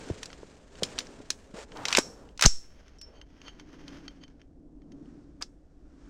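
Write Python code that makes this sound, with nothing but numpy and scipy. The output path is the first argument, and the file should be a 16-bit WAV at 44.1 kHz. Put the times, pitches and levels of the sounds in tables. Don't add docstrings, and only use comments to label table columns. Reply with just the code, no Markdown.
import sys
import numpy as np
from scipy import signal
from scipy.fft import rfft, irfft, next_fast_len
from scipy.io import wavfile
from scipy.ndimage import map_coordinates

SR = 44100
rng = np.random.default_rng(int(sys.argv[2]) if len(sys.argv) > 2 else 0)


def generate_wav(signal):
    frames = np.transpose(np.atleast_2d(signal))
    scaled = np.clip(frames, -1, 1) * 32767
    pcm = np.round(scaled).astype(np.int16)
    wavfile.write(sys.argv[1], SR, pcm)


N = 268789
TIME = np.arange(N) / SR
AGE = np.arange(SR * 3 // 4) / SR

# (f/Hz, level/dB)
CRACK_SPECTRUM = [(150, -19.5), (500, -6), (1400, -1), (3200, -2), (5600, -3), (7300, -6.5), (9500, -13),
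                  (12000, -25), (15500, -26)]
# (f/Hz, level/dB, t60/s)
RECEIVER_MODES = [(1020, 1, .046), (1700, -1, .046), (2130, -5.5, .07), (2530, -2, .07), (3200, -6.5, .06),
                  (3620, -4.5, .05), (3970, -1.5, .055), (4930, -7, .054), (5230, -4, .1), (5820, 1, .04),
                  (6140, 1.5, .05), (6480, -10.5, .07), (7190, -7, .12)]
# (f/Hz, level/dB, t60/s)
HANDGUARD_MODES = [(1500, -8.5, 0.021), (2010, -8.5, 0.014), (2900, -2, 0.021), (3126, -2, 0.059),
                   (4490, -1.5, 0.026), (4580, -5, 0.016), (5800, -4.5, 0.018), (6400, -3.5, 0.039),
                   (9250, -19, 0.045)]
# (f/Hz, level/dB)
RUB_SPECTRUM = [(400, 5), (800, 1), (1100, 0), (1700, 1), (2500, -3.5), (3200, -4), (3700, -9.5),
                (4600, -10), (5200, -6), (6500, -9.5), (7400, -23), (12000, -33), (15000, -36.5)]
# (f/Hz, level/dB)
CRUNCH_SPECTRUM = [(530, -33.5), (900, -11.5), (1620, -1.5), (2030, -5), (2390, -4), (3780, -7.5),
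                   (7400, -8.5), (8530, -13), (10900, -32), (15000, -41)]
# (t/s, hum level/dB, swish level/dB)
ARM_SWAYS = [(3.918, -48, -72), (5.002, -48, -70), (6.12, -53, -59.5)]


def amp(db):
    return 10 ** (np.asarray(db) / 20)


def unit(x):
    return x / np.sqrt(np.mean(x ** 2) + 1e-20)


def along(points, hz):
    f, value = np.transpose(points)
    return np.interp(np.log(hz + 1), np.log(f + 1), value)


def fade(t60):
    return 10 ** (-3 * AGE / max(t60, 1e-3))


def add(track, s, sound):
    part = track[max(round(s * SR), 0):][:len(sound)]
    part += sound[:len(part)]


def wobble(rate):
    knots = rng.standard_normal(int(N * rate / SR) + 4)
    return map_coordinates(knots, [TIME * rate])


def coloured(x, gain_db):
    m = next_fast_len(len(x))
    gain = amp(gain_db(np.fft.rfftfreq(m, 1 / SR)))
    return unit(irfft(rfft(x, m) * gain, m)[:len(x)])


def noise(spectrum):
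    return coloured(rng.standard_normal(N), lambda hz: along(spectrum, hz))


def grains(spectrum, rate, spread_db, bed_db):
    sizes = amp(spread_db * np.minimum(rng.exponential(size=N), 3)) * rng.choice([-1, 1], N)
    snaps = unit(sizes * (rng.random(N) < rate / SR))
    bed = amp(bed_db) * rng.standard_normal(N)
    return coloured(snaps + bed, lambda hz: along(spectrum, hz))


def hump(hz, centre_hz, q):
    detuning = (hz + 1) / centre_hz - centre_hz / (hz + 1)
    return -10 * np.log10(1 + (q * detuning) ** 2)


def swell(s, db, rise_db_per_s, fall_db_per_s):
    rise = (s - TIME) * abs(rise_db_per_s)
    fall = (TIME - s) * abs(fall_db_per_s)
    return amp(db - np.maximum(rise, fall))


def strokes(rows):
    return sum(amp(db) * np.exp(-((TIME - s) / half) ** 2) for s, half, db in rows)


def ring(modes, scatter_db, centre_hz, q, split=0.01):
    out = np.zeros(len(AGE))
    draws = rng.standard_normal((len(modes), 3, 3))
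    for (hz, db, t60), (size, detune, phase) in zip(modes, draws):
        t = AGE[:int(1.5 * t60 * SR)]
        tones = np.sin(2 * np.pi * np.outer(hz * (1 + split * detune), t) + np.pi * phase[:, None])
        cluster = amp(scatter_db * size) @ tones / np.sqrt(3)
        out[:len(t)] += amp(db + hump(hz, centre_hz, q)) * 10 ** (-3 * t / t60) * cluster
    return out


def contact(centre_hz, q, crack_t60, body_db, body_t60, modes_db, spectrum, modes):
    colour = lambda hz: along(spectrum, hz) + hump(hz, centre_hz, q)
    crack, body = [coloured(w, colour) for w in rng.standard_normal((2, len(AGE)))]
    crack = unit(crack * fade(crack_t60)) * np.sqrt(np.mean(fade(crack_t60) ** 2))
    tones = ring(modes, 3.5, centre_hz, q)
    blow = crack + amp(body_db) * body * fade(body_t60) + amp(modes_db) * tones
    return blow * (1 - fade(.003))


def clack(hz, q, t60, spring_db):
    # (f/Hz, level/dB, t60/s)
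    spring_modes = [(3880, -26, .33), (4220, -24, .33), (4530, -12.5, .16), (4930, -19, .26),
                    (5238, -11, .27), (5390, -10, .4), (5480, -8.5, .17), (5593, -5.5, .36),
                    (5800, -13, .22), (6300, -19, .42), (6578, -21, .38), (6900, -10, .19),
                    (7553, -12.5, .3), (7810, -16, .3), (9500, -29, .3)]
    blow = contact(hz, q, t60, body_db=-20.0, body_t60=0.092, modes_db=-21,
                   spectrum=CRACK_SPECTRUM, modes=RECEIVER_MODES)
    buzz_colour = lambda f: along(CRACK_SPECTRUM, f) + hump(f, 6200, q=2.7)
    buzz = coloured(rng.standard_normal(len(AGE)), buzz_colour)
    spring = ring(spring_modes, 2.7, hz, q=.3) + amp(-13) * buzz * fade(0.4)
    return amp(-5.5) * (blow + amp(spring_db) * spring)


def bolt():
    # (t/s, relative level/dB, centre f/Hz, sharpness Q)
    bolt_blows = [(1.8535, -11, 2880, 0.8), (1.8833, -14, 4800, 1.7), (1.9267, -7, 2230, 0.45),
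                  (1.9499, -3, 2720, 2.3), (1.971, -3.5, 4500, 0.16), (1.9827, -6, 1300, 1),
                  (1.986, -7, 7300, 1.3), (2.394, -20, 1880, .5), (2.4107, -9.5, 3470, 0.23),
                  (2.4234, -1, 4500, .25), (2.438, -5.5, 1900, 0.31), (2.4545, -4.5, 4100, 1.7),
                  (2.4595, 4.5, 6070, 4.7)]
    # (start t/s, stop t/s, relative rattle level at the stop/dB)
    bolt_travels = [(1.86, 1.984, -16.5), (2.424, 2.458, -15.5)]
    crack_t60_s, spring_db = .016, -25.5
    gap_s, growth_db_per_s, rattle_hz = 0.018, 77.5, 3548
    out = np.zeros(N)
    for s, db, hz, q in bolt_blows:
        add(out, s, amp(db) * clack(hz, q, crack_t60_s, spring_db))
    for start, stop, db in bolt_travels:
        chances = rng.uniform(-1, 1, size=(8, 3))
        for k, (shift, size, octaves) in enumerate(chances):
            early = (k + .5 + shift / 2) * gap_s
            touch = clack(rattle_hz * 2 ** octaves, .6, crack_t60_s, spring_db)
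            level = amp(db - growth_db_per_s * early + 2 * size)
            add(out, stop - early, (early < stop - start) * level * touch)
    return out


def catches():
    # (t/s, relative level/dB, centre f/Hz, sharpness Q)
    catch_snaps = [(0.2306, -22.5, 4370, 0.67), (.257, -27.5, 6200, 1.1), (.833, -10, 5230, 0.84),
                   (0.9875, -12.5, 5070, 0.89), (1.3031, -11, 5280, 1), (2.3759, -33.5, 5683, 1.37),
                   (5.423, -17, 5200, 3.6)]
    crack_t60_s, spring_db = .021, -46.5
    out = np.zeros(N)
    for s, db, hz, q in catch_snaps:
        add(out, s, amp(db) * clack(hz, q, crack_t60_s, spring_db))
    return out


def strap():
    # (t/s, relative level/dB, centre f/Hz)
    strap_taps = [(0.3024, -33.5, 2310), (.329, -32, 3780), (.754, -40, 3460), (0.9807, -24.5, 3000),
                  (1.004, -28, 3300), (1.069, -36, 5200), (1.719, -34.5, 2500), (1.7703, -32.5, 6040),
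                  (2.289, -46, 3110), (2.881, -44.5, 5330), (3.214, -35, 3490), (3.416, -37, 3200),
                  (3.481, -30, 2900), (3.5973, -34, 4420), (3.88, -30.5, 4050), (4.08, -30, 3590),
                  (4.2365, -36.5, 3100), (4.28, -44, 3160), (4.4157, -43, 3060), (4.9195, -44, 5400)]
    faint_db = -51.5
    out = np.zeros(N)
    stray = rng.uniform([2.7, faint_db - 4, 1700], [5.4, faint_db + 4, 3400], size=(8, 3))
    for s, db, hz in [*strap_taps, *stray]:
        tap = contact(hz, q=1.0, crack_t60=0.015, body_db=-25, body_t60=0.056, modes_db=-9,
                      spectrum=RUB_SPECTRUM, modes=HANDGUARD_MODES)
        add(out, s, amp(db - 5.5) * tap)
    return out


def swivel():
    # (f/Hz, level/dB, t60/s)
    swivel_modes = [(4470, -22, .15), (5245, -6, .09), (5395, -5, .21), (5600, .5, .115)]
    # (t/s, level/dB)
    swivel_pings = [(2.9852, -58.5), (3.0137, -41.5)]
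    out = np.zeros(N)
    for s, db in swivel_pings:
        tap = contact(6700, q=1.0, crack_t60=0.024, body_db=-21.5, body_t60=0.057, modes_db=-26,
                      spectrum=CRACK_SPECTRUM, modes=RECEIVER_MODES)
        tones = ring(swivel_modes, scatter_db=4.5, centre_hz=5570, q=0.69)
        add(out, s, amp(db) * (tap + amp(-1.0) * tones))
    return out


def slides():
    # (start t/s, end t/s, level/dB, resonance f/Hz, scratch level re body/dB)
    slide_rows = [(1.537, 1.616, -45, 460, -10.5), (1.562, 1.655, -49.5, 587, -1),
                  (1.751, 1.888, -45.5, 906, -22), (1.871, 2.021, -39.5, 1050, -8),
                  (2.425, 2.475, -28, 1310, -4), (3.059, 3.257, -61.5, 500, -33),
                  (5.409, 5.441, -42, 1190, -9)]
    attack_s, release_s = .006, 0.027
    out = np.zeros(N)
    for start, end, db, hz, scratch_db in slide_rows:
        stroke = np.clip((TIME - start) / attack_s, 0, 1) * np.clip((end - TIME) / release_s, 0, 1)
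        body = coloured(rng.standard_normal(N), lambda f: hump(f, hz, q=2.2) + hump(f, hz, q=0.3))
        scratch = grains(CRUNCH_SPECTRUM, rate=1200, spread_db=4, bed_db=-4)
        out += amp(db) * stroke * (body + amp(scratch_db) * scratch)
    return out


def knocks():
    # (t/s, relative level/dB, f/Hz)
    knock_rows = [(0.1004, -19, 358), (0.105, -26, 87), (0.431, -33, 418), (0.8234, -19.5, 480),
                  (0.826, -27.5, 156), (1.202, -33, 278), (1.302, -36, 313), (1.539, -32, 199),
                  (1.752, -34, 328), (1.9834, -7, 522), (1.987, -14.5, 281.6), (2.4479, -18, 148.5),
                  (2.456, -12, 158), (2.461, -12.5, 691), (5.423, -38.5, 285)]
    decay_cycles = 4.8
    out = np.zeros(N)
    for s, db, hz in knock_rows:
        rattle = coloured(rng.standard_normal(len(AGE)), lambda f: 2 * hump(f, hz, q=0.75))
        onset = 1 - np.exp(-(2 * hz * AGE) ** 2)
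        tone = np.sin(2 * np.pi * hz * AGE)
        add(out, s, amp(db + 8) * fade(decay_cycles / hz) * onset * (tone + amp(-9.5) * rattle))
    return out


def jolt():
    # (t/s, level/dB, f/Hz, t60/s)
    jolt_rows = [(2.464, 0, 31, 0.046), (2.473, -15, 3.2, .38)]
    out = np.zeros(N)
    for sign, (s, db, hz, t60) in zip([-1, 1], jolt_rows):
        add(out, s, sign * amp(db) * fade(t60) * np.sin(2 * np.pi * hz * AGE))
    return out


def boots():
    # (t/s, press level/dB, crunch level/dB)
    step_rows = [(0, -47, -51), (0.848, -46, -52.5), (1.79, -45, -57.5)]
    # (f/Hz, level/dB)
    press_spectrum = [(59, -34), (100, -2.5), (230, 0.5), (276, 5), (335, -3.5), (427, 1.5), (727, -7),
                      (1800, -18), (2340, -47.5), (3960, -120)]
    load_db_per_s, press_fall_db_per_s, crunch_fall_db_per_s = 102, 19.5, 24.5
    weight = np.max([swell(s, db, load_db_per_s, press_fall_db_per_s) for s, db, _ in step_rows], axis=0)
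    breaking = np.max([swell(s, db, load_db_per_s, crunch_fall_db_per_s) for s, _, db in step_rows], axis=0)
    press = weight * amp(1.3 * wobble(30)) * grains(press_spectrum, rate=830, spread_db=2, bed_db=2)
    crunch = breaking * amp(1.7 * wobble(78)) * grains(CRUNCH_SPECTRUM, rate=680, spread_db=7, bed_db=6)
    return (press + crunch) * np.interp(TIME, [2.25, 2.48], [1, 0])


def gloves():
    # (middle t/s, half length/s, level/dB)
    grip_rows = [(2.82, 0.21, -63.5), (3.13, .12, -68), (3.48, 0.15, -59), (3.9, 0.238, -57.5),
                 (4.33, 0.12, -78)]
    # (middle t/s, half length/s, relative level/dB)
    drag_rows = [(3.17, 0.023, -59.5), (3.475, 0.024, -47), (3.602, 0.0075, -55), (4.069, 0.013, -71),
                 (4.232, 0.018, -53.5)]
    grip = strokes(grip_rows)
    rub = grip * amp(3 * wobble(35)) * grains(RUB_SPECTRUM, rate=480, spread_db=4, bed_db=3)
    slip_gain = strokes(drag_rows) + amp(-11) * grip
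    slips = slip_gain * grains(RUB_SPECTRUM, rate=1200, spread_db=5.5, bed_db=3.5)
    tube = ring(HANDGUARD_MODES, scatter_db=1, centre_hz=3500, q=.4)
    ringing = signal.fftconvolve(slips, tube / np.linalg.norm(tube))[:N]
    return rub + amp(-12.5) * slips + amp(-4.5) * ringing


def sleeves():
    # (f/Hz, level/dB)
    cloth_spectrum = [(300, -8), (800, 6), (1500, 7), (2300, -2), (4000, -5.5), (5600, -2.5), (8500, -12),
                      (11000, -29), (15000, -58)]
    lag_s, rise_db_per_s, fall_db_per_s = 0.08, 53.5, 23.5
    swish = sum(swell(s + lag_s, db, rise_db_per_s, fall_db_per_s) for s, _, db in ARM_SWAYS)
    return swish * amp(0.47 * wobble(31)) * grains(cloth_spectrum, rate=1300, spread_db=4.5, bed_db=6)


def trees(x):
    # (f/Hz, t60/s)
    wood_decay = [(200, 0.64), (1500, 0.34), (5000, 0.13), (12000, 0.73)]
    hz, t, z = signal.stft(rng.standard_normal(SR), SR, nperseg=256)
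    decay = 10 ** (-3 * t / along(wood_decay, hz)[:, None])
    tail = signal.istft(z * decay, SR, nperseg=256)[1]
    return signal.fftconvolve(x, tail / np.linalg.norm(tail))[:N]


def arm_hum():
    # (f/Hz, level/dB)
    hum_spectrum = [(100, -20.5), (160, -6), (205, -13), (285, 0), (340, -10), (410, -17), (550, -25),
                    (850, -32.5), (1200, -41.5), (2500, -88.5)]
    slope_db_per_s = 24
    gain = np.max([swell(s, db, slope_db_per_s, slope_db_per_s) for s, db, _ in ARM_SWAYS], axis=0)
    return gain * noise(hum_spectrum)


def moving_air():
    # (f/Hz, level/dB)
    air_spectrum = [(20, -8), (48, -7), (75, -12), (110, -23.5), (230, -21), (420, -26.5), (700, -32.5),
                    (1100, -57), (2200, -66), (5000, -65), (8200, -62.5), (10500, -73.5), (15000, -77.5)]
    return amp(-54.5 + 0.5 * wobble(9.1)) * noise(air_spectrum)


def scene():
    # (f/Hz, level re the common signal/dB)
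    port_difference = [(500, -71), (1200, -47.5), (8000, -34.5), (10000, -23.5), (12500, -5), (15000, -4)]
    steel = catches() + bolt() + strap() + swivel() + slides()
    handling = knocks() + jolt() + gloves() + sleeves()
    mono = steel + amp(-22) * trees(steel) + handling + boots() + arm_hum() + moving_air()
    m = next_fast_len(N + SR // 2)
    gain = amp(along(port_difference, np.fft.rfftfreq(m, 1 / SR)))
    side = irfft(1j * rfft(mono, m) * gain, m)[:N]
    return np.array([mono + side, mono - side])


def record(dry):
    top_hz = 15850
    held = dry / (1 + np.abs(dry / .95) ** 6) ** (1 / 6)
    m = next_fast_len(N + SR // 2)
    return irfft(rfft(held, m) * (np.fft.rfftfreq(m, 1 / SR) < top_hz), m)[:, :N]


dry = scene()
out = record(dry)
generate_wav(out)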